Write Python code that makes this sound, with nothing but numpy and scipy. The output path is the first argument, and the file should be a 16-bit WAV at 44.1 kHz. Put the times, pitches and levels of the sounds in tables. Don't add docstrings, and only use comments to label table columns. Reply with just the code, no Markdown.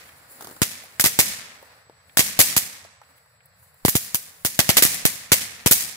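import sys
import numpy as np
from scipy import signal
from scipy.fft import rfft, irfft, next_fast_len
from scipy.io import wavfile
from scipy.ndimage import uniform_filter1d, map_coordinates

SR = 44100
rng = np.random.default_rng(int(sys.argv[2]) if len(sys.argv) > 2 else 0)


def waveform_to_disk(signal):
    frames = np.transpose(np.atleast_2d(signal))
    scaled = np.clip(frames, -1, 1) * 32767
    samples = np.round(scaled).astype(np.int16)
    wavfile.write(sys.argv[1], SR, samples)


def invert_db(level):
    return 10 ** (np.asarray(level, dtype=float) / 20)


N = 262836


def unit(x):
    return x / np.sqrt(np.mean(x ** 2) + 1e-20)


def along(points, hz):
    f, v = np.transpose(points)
    return np.interp(np.log(hz + 1), np.log(f + 1), v)


def hump(centre_hz, steep_db):
    return lambda hz: -steep_db * np.log2((hz + 1) / centre_hz) ** 2


def filtered(x, response):
    m = next_fast_len(x.shape[-1] + 4096)
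    return irfft(rfft(x, m) * response(np.fft.rfftfreq(m, 1 / SR)), m)[..., :x.shape[-1]]


# f/Hz, correlation/1
LIKENESS = [(60, 0.83), (180, 1), (550, 0.56), (1650, -0.046), (4970, -0.05), (15000, 0.11)]


def noise(size, colour_db):
    def response(hz):
        turn = np.arccos(np.clip(along(LIKENESS, hz), -1, 1)) / 2
        return invert_db(colour_db(hz)) * [np.cos(turn), np.sin(turn)]
    mid, side = filtered(rng.standard_normal((2, size)), response)
    return unit(np.array([mid + side, mid - side]))


def wobble(rate, size):
    knots = rng.standard_normal((2, int(size * rate / SR) + 4))
    return np.array([map_coordinates(k, [np.arange(size) * rate / SR], order=1) for k in knots])


def dying(t, t60, rise):
    t = np.maximum(t, 0)
    return (1 - np.exp(-t / rise)) * invert_db(-60 * t / t60)


def arrivals(table, t, scatter_db, rise):
    power = 0
    for s, left, right, t60 in table:
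        level_db = np.c_[[left, right]] + scatter_db * rng.standard_normal((2, 1))
        power = power + (invert_db(level_db) * dying(t - s, t60, rise)) ** 2
    return np.sqrt(power)


def add(track, s, x):
    at = round(s * SR)
    track[:, max(at, 0):at + x.shape[1]] += x[:, max(-at, 0):]


# f/Hz, density/dB
TRAFFIC_COLOUR = [(25, -41), (45, -29.5), (64, -10), (86, -2), (130, -6.5), (180, -12), (230, -37),
                  (330, -54)]


def traffic():
    return invert_db(-64.5 + 1.6 * wobble(5.5, N)[0]) * noise(N, lambda hz: along(TRAFFIC_COLOUR, hz))


# t/s, f/Hz, level/dB
TRILL = [
    (0, 7680, -68),
    (0.599, 7580, -63.5),
    (1.502, 7840, -68),
    (2.15, 7800, -66.5),
    (2.9, 7850, -67),
    (3.3, 7790, -70),
    (3.83, 7690, -70.5),
    (6, 7740, -79),
]


def insect():
    s, trill_hz, db = np.transpose(TRILL)
    t = np.arange(N) / SR
    pitch_hz = np.interp(t, s, trill_hz) + 25 * wobble(30.0, N)[0]
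    phase = 2 * np.pi * np.cumsum(pitch_hz) / SR
    return invert_db(np.interp(t, s, db) + 3.5 + 2.6 * wobble(50, N)) * np.cos(phase + 1.6 * wobble(160, N))


# t/s, sparks/dB, flame/dB
FUSE = [(0, 8.5, 2.5), (.27, 4, 4.5), (.31, 10.5, 5.5), (.43, 14.5, 10), (.6, 10, 5.5), (1.6, 0, 1.5),
        (1.71, 2, 5), (1.91, -11.5, -1), (2.15, -1, 0.5), (3.0, -12, -5), (3.1, -0.5, 1), (3.29, -7, -3),
        (3.51, -10, -3), (3.64, 5, -1.5), (3.74, -5, -2.5), (3.83, 2, -0.5), (4.3, 9, 3), (4.43, 6, -1.5)]
# f/Hz, density/dB
FIZZ_COLOUR = [(4000, -48), (7000, -8.5), (9000, -7), (10500, -1.5), (12000, -13), (13800, -2),
               (15600, -6.5), (16000, -25)]
# f/Hz, density/dB
FLAME_COLOUR = [(300, -52), (420, -11), (520, -7), (900, -10), (1900, -7.5), (3200, -20.5), (4500, -13.5),
                (7000, -27.5), (12000, -44)]


def fuse():
    fizz_db, flame_rush_db, flutter_db = -62.5, -59, -78
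    s, *controls = np.transpose(FUSE)
    sparks_db, flame_db = (np.interp(np.arange(N) / SR, s, db) for db in controls)
    fizz = noise(N, lambda hz: along(FIZZ_COLOUR, hz))
    fizz = fizz * invert_db(fizz_db + sparks_db + 2.4 * wobble(47, N)[0])
    flame = noise(N, lambda hz: along(FLAME_COLOUR, hz))
    flame = flame * invert_db(flame_rush_db + flame_db + 0.67 * wobble(25, N)[0])
    flutter = noise(N, hump(270, steep_db=30))
    flutter = flutter * invert_db(flutter_db + 1.8 * flame_db + 2.6 * wobble(23, N)[0])
    return fizz + flame + flutter


# t/s, thud level/dB, thud f/Hz, tick level/dB
SPITS = [(.09, -53, 1730, -57.5), (.838, -53, 606, -51), (1.627, -50, 560, -58), (1.897, -51.5, 606, -70),
         (2.095, -57, 2060, -68), (2.849, -49, 585, -59), (3.016, -50.5, 970, -65), (3.034, -61, 1840, -72),
         (3.107, -61, 684, -72), (3.179, -68, 1980, -61), (3.259, -63.5, 593, -67),
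         (3.405, -63.5, 1870, -79), (3.457, -64, 504, -53), (3.627, -66, 900, -60), (3.742, -66, 832, -58)]


def spits():
    out, t = np.zeros((2, N + SR)), np.arange(SR // 20) / SR
    for s, thud_db, thud_hz, tick_db in SPITS:
        thud = invert_db(thud_db) * dying(t, t60=0.036, rise=0.0004) * noise(len(t), hump(thud_hz, 10.5))
        tick = invert_db(tick_db) * dying(t, t60=0.028, rise=0.0006) * noise(len(t), hump(13000, 20))
        click = invert_db(thud_db - 7) * dying(t, t60=.008, rise=.0002) * noise(len(t), hump(3500, 4))
        add(out, s, invert_db(10.5) * (thud + click + tick))
    return out[:, :N]


# t/s, peak level/dB, bright part/dB
SPUTTER = [(0.408, -32, -5.5), (0.414, -47, -2), (0.423, -36, -2), (0.445, -33, -5), (0.453, -41, -4),
           (0.471, -29, -9), (0.482, -36, -11), (0.49, -37, -9), (0.498, -39, -7), (0.51, -32.5, -9),
           (0.523, -40, -9), (0.564, -35.5, -12)]
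# f/Hz, density/dB
PUFF_COLOUR = [(70, -25), (170, -2), (372, 2), (600, -2), (1000, -2), (1600, -1), (1750, -22), (6000, -70)]


def sputter():
    out, t = np.zeros((2, N + SR)), np.arange(SR // 20) / SR
    for s, db, bright_db in SPUTTER:
        puff = dying(t, t60=0.036, rise=0.00046) * noise(len(t), lambda hz: along(PUFF_COLOUR, hz))
        grains = invert_db(3.7 * wobble(1500, len(t))[0])
        spray = grains * noise(len(t), lambda hz: -60. * (hz < 2800))
        spray = invert_db(bright_db + 5.5) * dying(t, t60=0.037, rise=0.0002) * spray
        add(out, s, invert_db(db - 3) * (puff + spray))
    return out[:, :N]


# peak level/dB, spot (0 middle, 1 side, 2 rim)
KNOCKS = [(-18.5, 1), (-12.5, 2), (-17.5, 2), (-18, 2), (-11.5, 1), (-9.5, 2), (-16.5, 1), (-9, 0),
          (-13.5, 0), (-13, 1), (-9, 0), (-16, 2), (-18, 1), (-24.5, 2), (-17.5, 1), (-8, 0), (-13.5, 1),
          (-22.5, 0), (-10, 2), (-22, 2), (-15, 1), (-10.5, 1), (-12, 2), (-16, 0)]
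TOP_HZ = [560, 780, 1350]


def knocks():
    out, t = np.zeros((2, N + SR)), np.arange(SR // 20) / SR
    for (s, *_), (db, spot) in zip(BLASTS, KNOCKS):
        ring = noise(len(t), hump(TOP_HZ[round(spot)], steep_db=4.5))
        pan_db = -2.5 + 4 * rng.standard_normal()
        level = invert_db(db + pan_db * np.c_[[.5, -.5]])
        add(out, s, level * dying(t - .0005, t60=0.013, rise=0.00013) * ring)
    return out[:, :N]


# delay t/s, left level/dB, right level/dB, t60/s
FACADES = [
    (.062, -8, -10, 0.1),
    (.09, 2, -1.5, 0.21),
]
# f/Hz, density/dB
ROLL_COLOUR = [(35, -53.5), (60, -12), (100, -9.5), (217, -8.5), (380, -23.5), (450, -18), (900, -21),
               (1500, -16.5), (1800, -8.5), (2200, -7), (3000, -10.5), (5000, -6), (9350, -2.5),
               (16000, -4)]
# f/Hz, t60/s
YARD_T60 = [(100, 0.72), (400, 1.2), (1000, 2.45), (2000, 1.19), (4000, 0.93), (8000, 0.64), (15000, 0.4)]


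def rolls():
    earlier = (-0.38, 0, -13)
    out, t = np.zeros((2, N + 2 * SR)), np.arange(SR * 3 // 4) / SR
    for s, *_, tilt, roll_db in [*BLASTS, earlier]:
        colour = lambda hz: along(ROLL_COLOUR, hz) + 0.77 * tilt * np.log2(np.maximum(hz, 1800) / 6000)
        hz, tau, z = signal.stft(noise(len(t), colour), SR, nperseg=256)
        decay = invert_db(-60 * tau / along(YARD_T60, hz)[:, None])
        tail = signal.istft(z * decay, SR, nperseg=256)[1][:, :len(t)]
        facades = arrivals(FACADES, t, scatter_db=-4.5, rise=0.0031)
        shape = np.hypot(1 - np.exp(-t / 0.024), facades) * np.sqrt(1 - t / t[-1])
        uneven_db = 1.2 * wobble(60, len(t)) + 2.65 * wobble(700, len(t)) + 0.48 * wobble(22.0, len(t))[0]
        add(out, s, invert_db(roll_db + uneven_db) * shape * tail)
    return out[:, :N]


# t/s, direct level/dB, echo level/dB, brightness/(dB per octave), yard roll level/dB
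BLASTS = [(0.618, -10, -17, -1.5, -25.5), (0.997, -18.5, -14, 1.3, -27.5),
          (1.0403, -12.5, -14.5, -0.5, -25.5), (1.0584, -15, -15, 0, -25.5), (1.1894, -15, -9, -0.6, -17),
          (2.1711, -17, -13, 0.6, -20), (2.1921, -8.5, -12, -1.5, -22), (2.3903, -12, -8.5, 0, -25),
          (2.4019, -6.5, -9.5, 0.26, -15), (2.565, -11, -11, 2, -22), (3.8502, -16, -18.5, -0.5, -24.5),
          (3.8816, -15.5, -15, 5, -24.5), (3.953, -14, -15, 3, -23), (4.1455, -12, -19, 3, -29.5),
          (4.449, -17, -16.5, 1, -26), (4.5908, -6, -14, -2, -23), (4.691, -6, -13.5, -2.5, -24),
          (4.7688, -11.5, -8, -1.44, -25), (4.8231, -6, -8, 1.5, -20.5), (4.8511, -10.5, -17, -0.2, -18),
          (5.0527, -10.5, -13.5, 0, -22), (5.3185, -5.5, -8.5, -1, -17.5), (5.6609, -15, -14, -1.1, -24.5),
          (5.711, -9.5, -5, 3, -13)]
# f/Hz, density/dB
CRACK_COLOUR = [(100, -35), (250, -19.5), (500, -12.5), (1090, -15), (1550, -13), (2000, -4), (2520, -8.5),
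                (5210, -6.5), (10500, -3.5), (16000, -7.5)]
# delay t/s, left level/dB, right level/dB, t60/s
WALLS = [
    (.0085, 16, 0, .006),
    (.0108, -5, 3, 0.013),
    (.0122, -10, 9, 0.013),
    (.0142, -16, 10, .012),
    (.021, -1.5, -8, 0.032),
]
# delay t/s, share/1
SHOCK_ECHOES = [
    (0, 1),
    (.0015, -0.5),
    (.0085, -.6),
    (0.0123, .5),
]


def cracks():
    bounce_s, shock_s = 0.0018, .00006
    out, t = np.zeros((2, N + SR)), np.arange(SR // 5) / SR
    near = t - np.c_[[0, .00015]]
    for s, direct_db, echo_db, tilt, _ in BLASTS:
        direct = invert_db(direct_db + 13) * dying(near, t60=.004, rise=.00003)
        ground = invert_db(echo_db + 7.5) * dying(near - bounce_s, t60=0.016, rise=.0001)
        scattered = dying(t, t60=0.15, rise=0.0019)
        walls = invert_db(echo_db) * np.hypot(arrivals(WALLS, t, scatter_db=2.5, rise=.0001), scattered)
        ragged = invert_db(2.2 * wobble(1800, len(t)) + 2.5 * wobble(7000, len(t)))
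        colour = lambda hz: along(CRACK_COLOUR, hz) + tilt * np.log2(np.maximum(hz, 1800) / 6000)
        burst = noise(len(t), colour)
        burst[1] = unit(burst[1] + .5 * np.roll(burst[0], shift=7))
        envelope = np.sqrt(direct ** 2 + ground ** 2 + walls ** 2)
        add(out, s, envelope * unit(ragged * burst))
        u = np.maximum(near[:, :SR // 200], 0) / shock_s
        front = (u > 0) * (1 - u) * np.exp(-u)
        for late_s, share in SHOCK_ECHOES:
            level = invert_db(direct_db + 11.5 + 5.5 * rng.standard_normal((2, 1)))
            add(out, s + late_s, share * level * front)
    return out[:, :N]


# f/Hz, left over right/dB
CAPSULE_LEAN = [(60, 0), (240, 0.5), (950, -1.5), (3770, -2.5), (15000, 2)]


def scene():
    lean = lambda hz: invert_db(along(CAPSULE_LEAN, hz) * np.c_[[.5, -.5]])
    blasts = filtered(cracks() + rolls(), lean)
    return traffic() + insect() + fuse() + spits() + sputter() + knocks() + blasts


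# left size/1, left late t/s, right size/1, right late t/s
SHOVES = [(0.55, -0.0001, 0.05, -0.0004), (0.07, 0.0004, 0.03, 0.0), (-0.15, 0.002, 0.23, 0.0006),
          (-0.2, -0.0001, -0.03, 0.0022), (0.44, -0.0001, -0.15, 0.001), (-0.04, 0.0017, 0.14, 0.0004),
          (0.08, 0.001, 0.36, 0.0003), (-0.12, 0.0013, -0.37, 0.0006), (-0.1, -0.0001, -0.07, 0.0005),
          (-0.15, 0.0012, -0.14, 0.0021), (0.56, -0.0002, 0.38, 0.0002), (-0.22, 0.0019, 0.21, 0.0006),
          (0.35, 0.0, 0.42, 0.0004), (0.08, -0.0004, 0.02, -0.0004), (0.14, 0.0005, 0.1, 0.0),
          (-0.41, 0.0008, -0.19, 0.001), (-0.45, 0.0014, -0.32, 0.0007), (0.19, -0.0002, -0.17, 0.0005),
          (-0.14, -0.0002, 0.12, 0.0014), (-0.14, 0.0004, 0.4, 0.0003), (0.51, 0.0, -0.66, 0.0005),
          (-0.27, -0.0002, -0.39, 0.0005), (0.53, -0.0001, 0.32, 0.0004), (-0.26, -0.0003, 0.03, 0.0007)]
LEAK_HZ = [
    [133],
    [185],
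]


def shoves():
    swing_s, swing_back, soft_hz = .0016, 1.55, 1000
    cut_hz, width_hz = 100, 77
    steps = np.zeros((2, N))
    for (s, *_), (left, left_s, right, right_s) in zip(BLASTS, SHOVES):
        at = np.round((s + np.c_[[left_s, right_s]] + [0, swing_s]) * SR).astype(int)
        steps[[[0], [1]], at] = np.c_[[left, right]] * [1, -swing_back]

    def response(f):
        leak = SR / (2 * np.pi) / (LEAK_HZ + 1j * f) / (1 + (f / soft_hz) ** 2)
        return leak * (60j * f - f * f) / (cut_hz ** 2 - f * f + 1j * f * width_hz)
    return filtered(steps, response)


# f/Hz, gain/dB
BAND_LIMIT = [(5, -20), (25, 0), (15600, 0), (15800, -10), (16350, -14), (16500, -70)]


def band_limited(x):
    return filtered(x, lambda hz: invert_db(along(BAND_LIMIT, hz)))


# f/Hz, level/dB
FAINT = [(100, -100), (330, -86), (700, -102), (3300, -99), (6500, -100), (9000, -101), (15600, -102),
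         (15750, -61)]


def gated(x):
    hz, _, z = signal.stft([x[0] + x[1], x[0] - x[1]], SR, nperseg=2048)
    edges = np.r_[0:64:4, 64:len(hz):10]
    band = np.searchsorted(edges, np.arange(len(hz)), side="right") - 1
    power = np.add.reduceat(abs(z) ** 2, edges, axis=1) / np.diff(edges, append=len(hz))[:, None]
    power = abs(uniform_filter1d(power, size=3, axis=2)) + 1e-20
    whim = unit(uniform_filter1d(rng.standard_normal(power.shape), size=7, axis=2))
    threshold = invert_db(along(FAINT, hz[edges])[:, None] + 1.9 * whim)
    keep = 1 / (1 + (4 * threshold ** 2 / power) ** 4)
    total, difference = signal.istft(z * keep[:, band], SR, nperseg=2048)[1][:, :N]
    return np.array([total + difference, total - difference]) / 2


def low_pass(x):
    return signal.sosfilt(signal.butter(12, 16470, fs=SR, output="sos"), x)


def record(dry):
    offset = np.clip(shoves(), -.9, .9)
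    clipped = offset + np.clip(dry, abs(offset) - 1, 1 - abs(offset))
    mix = np.clip(gated(band_limited(clipped)), -1, 1)
    return low_pass(mix)


dry = scene()
out = record(dry)
waveform_to_disk(out)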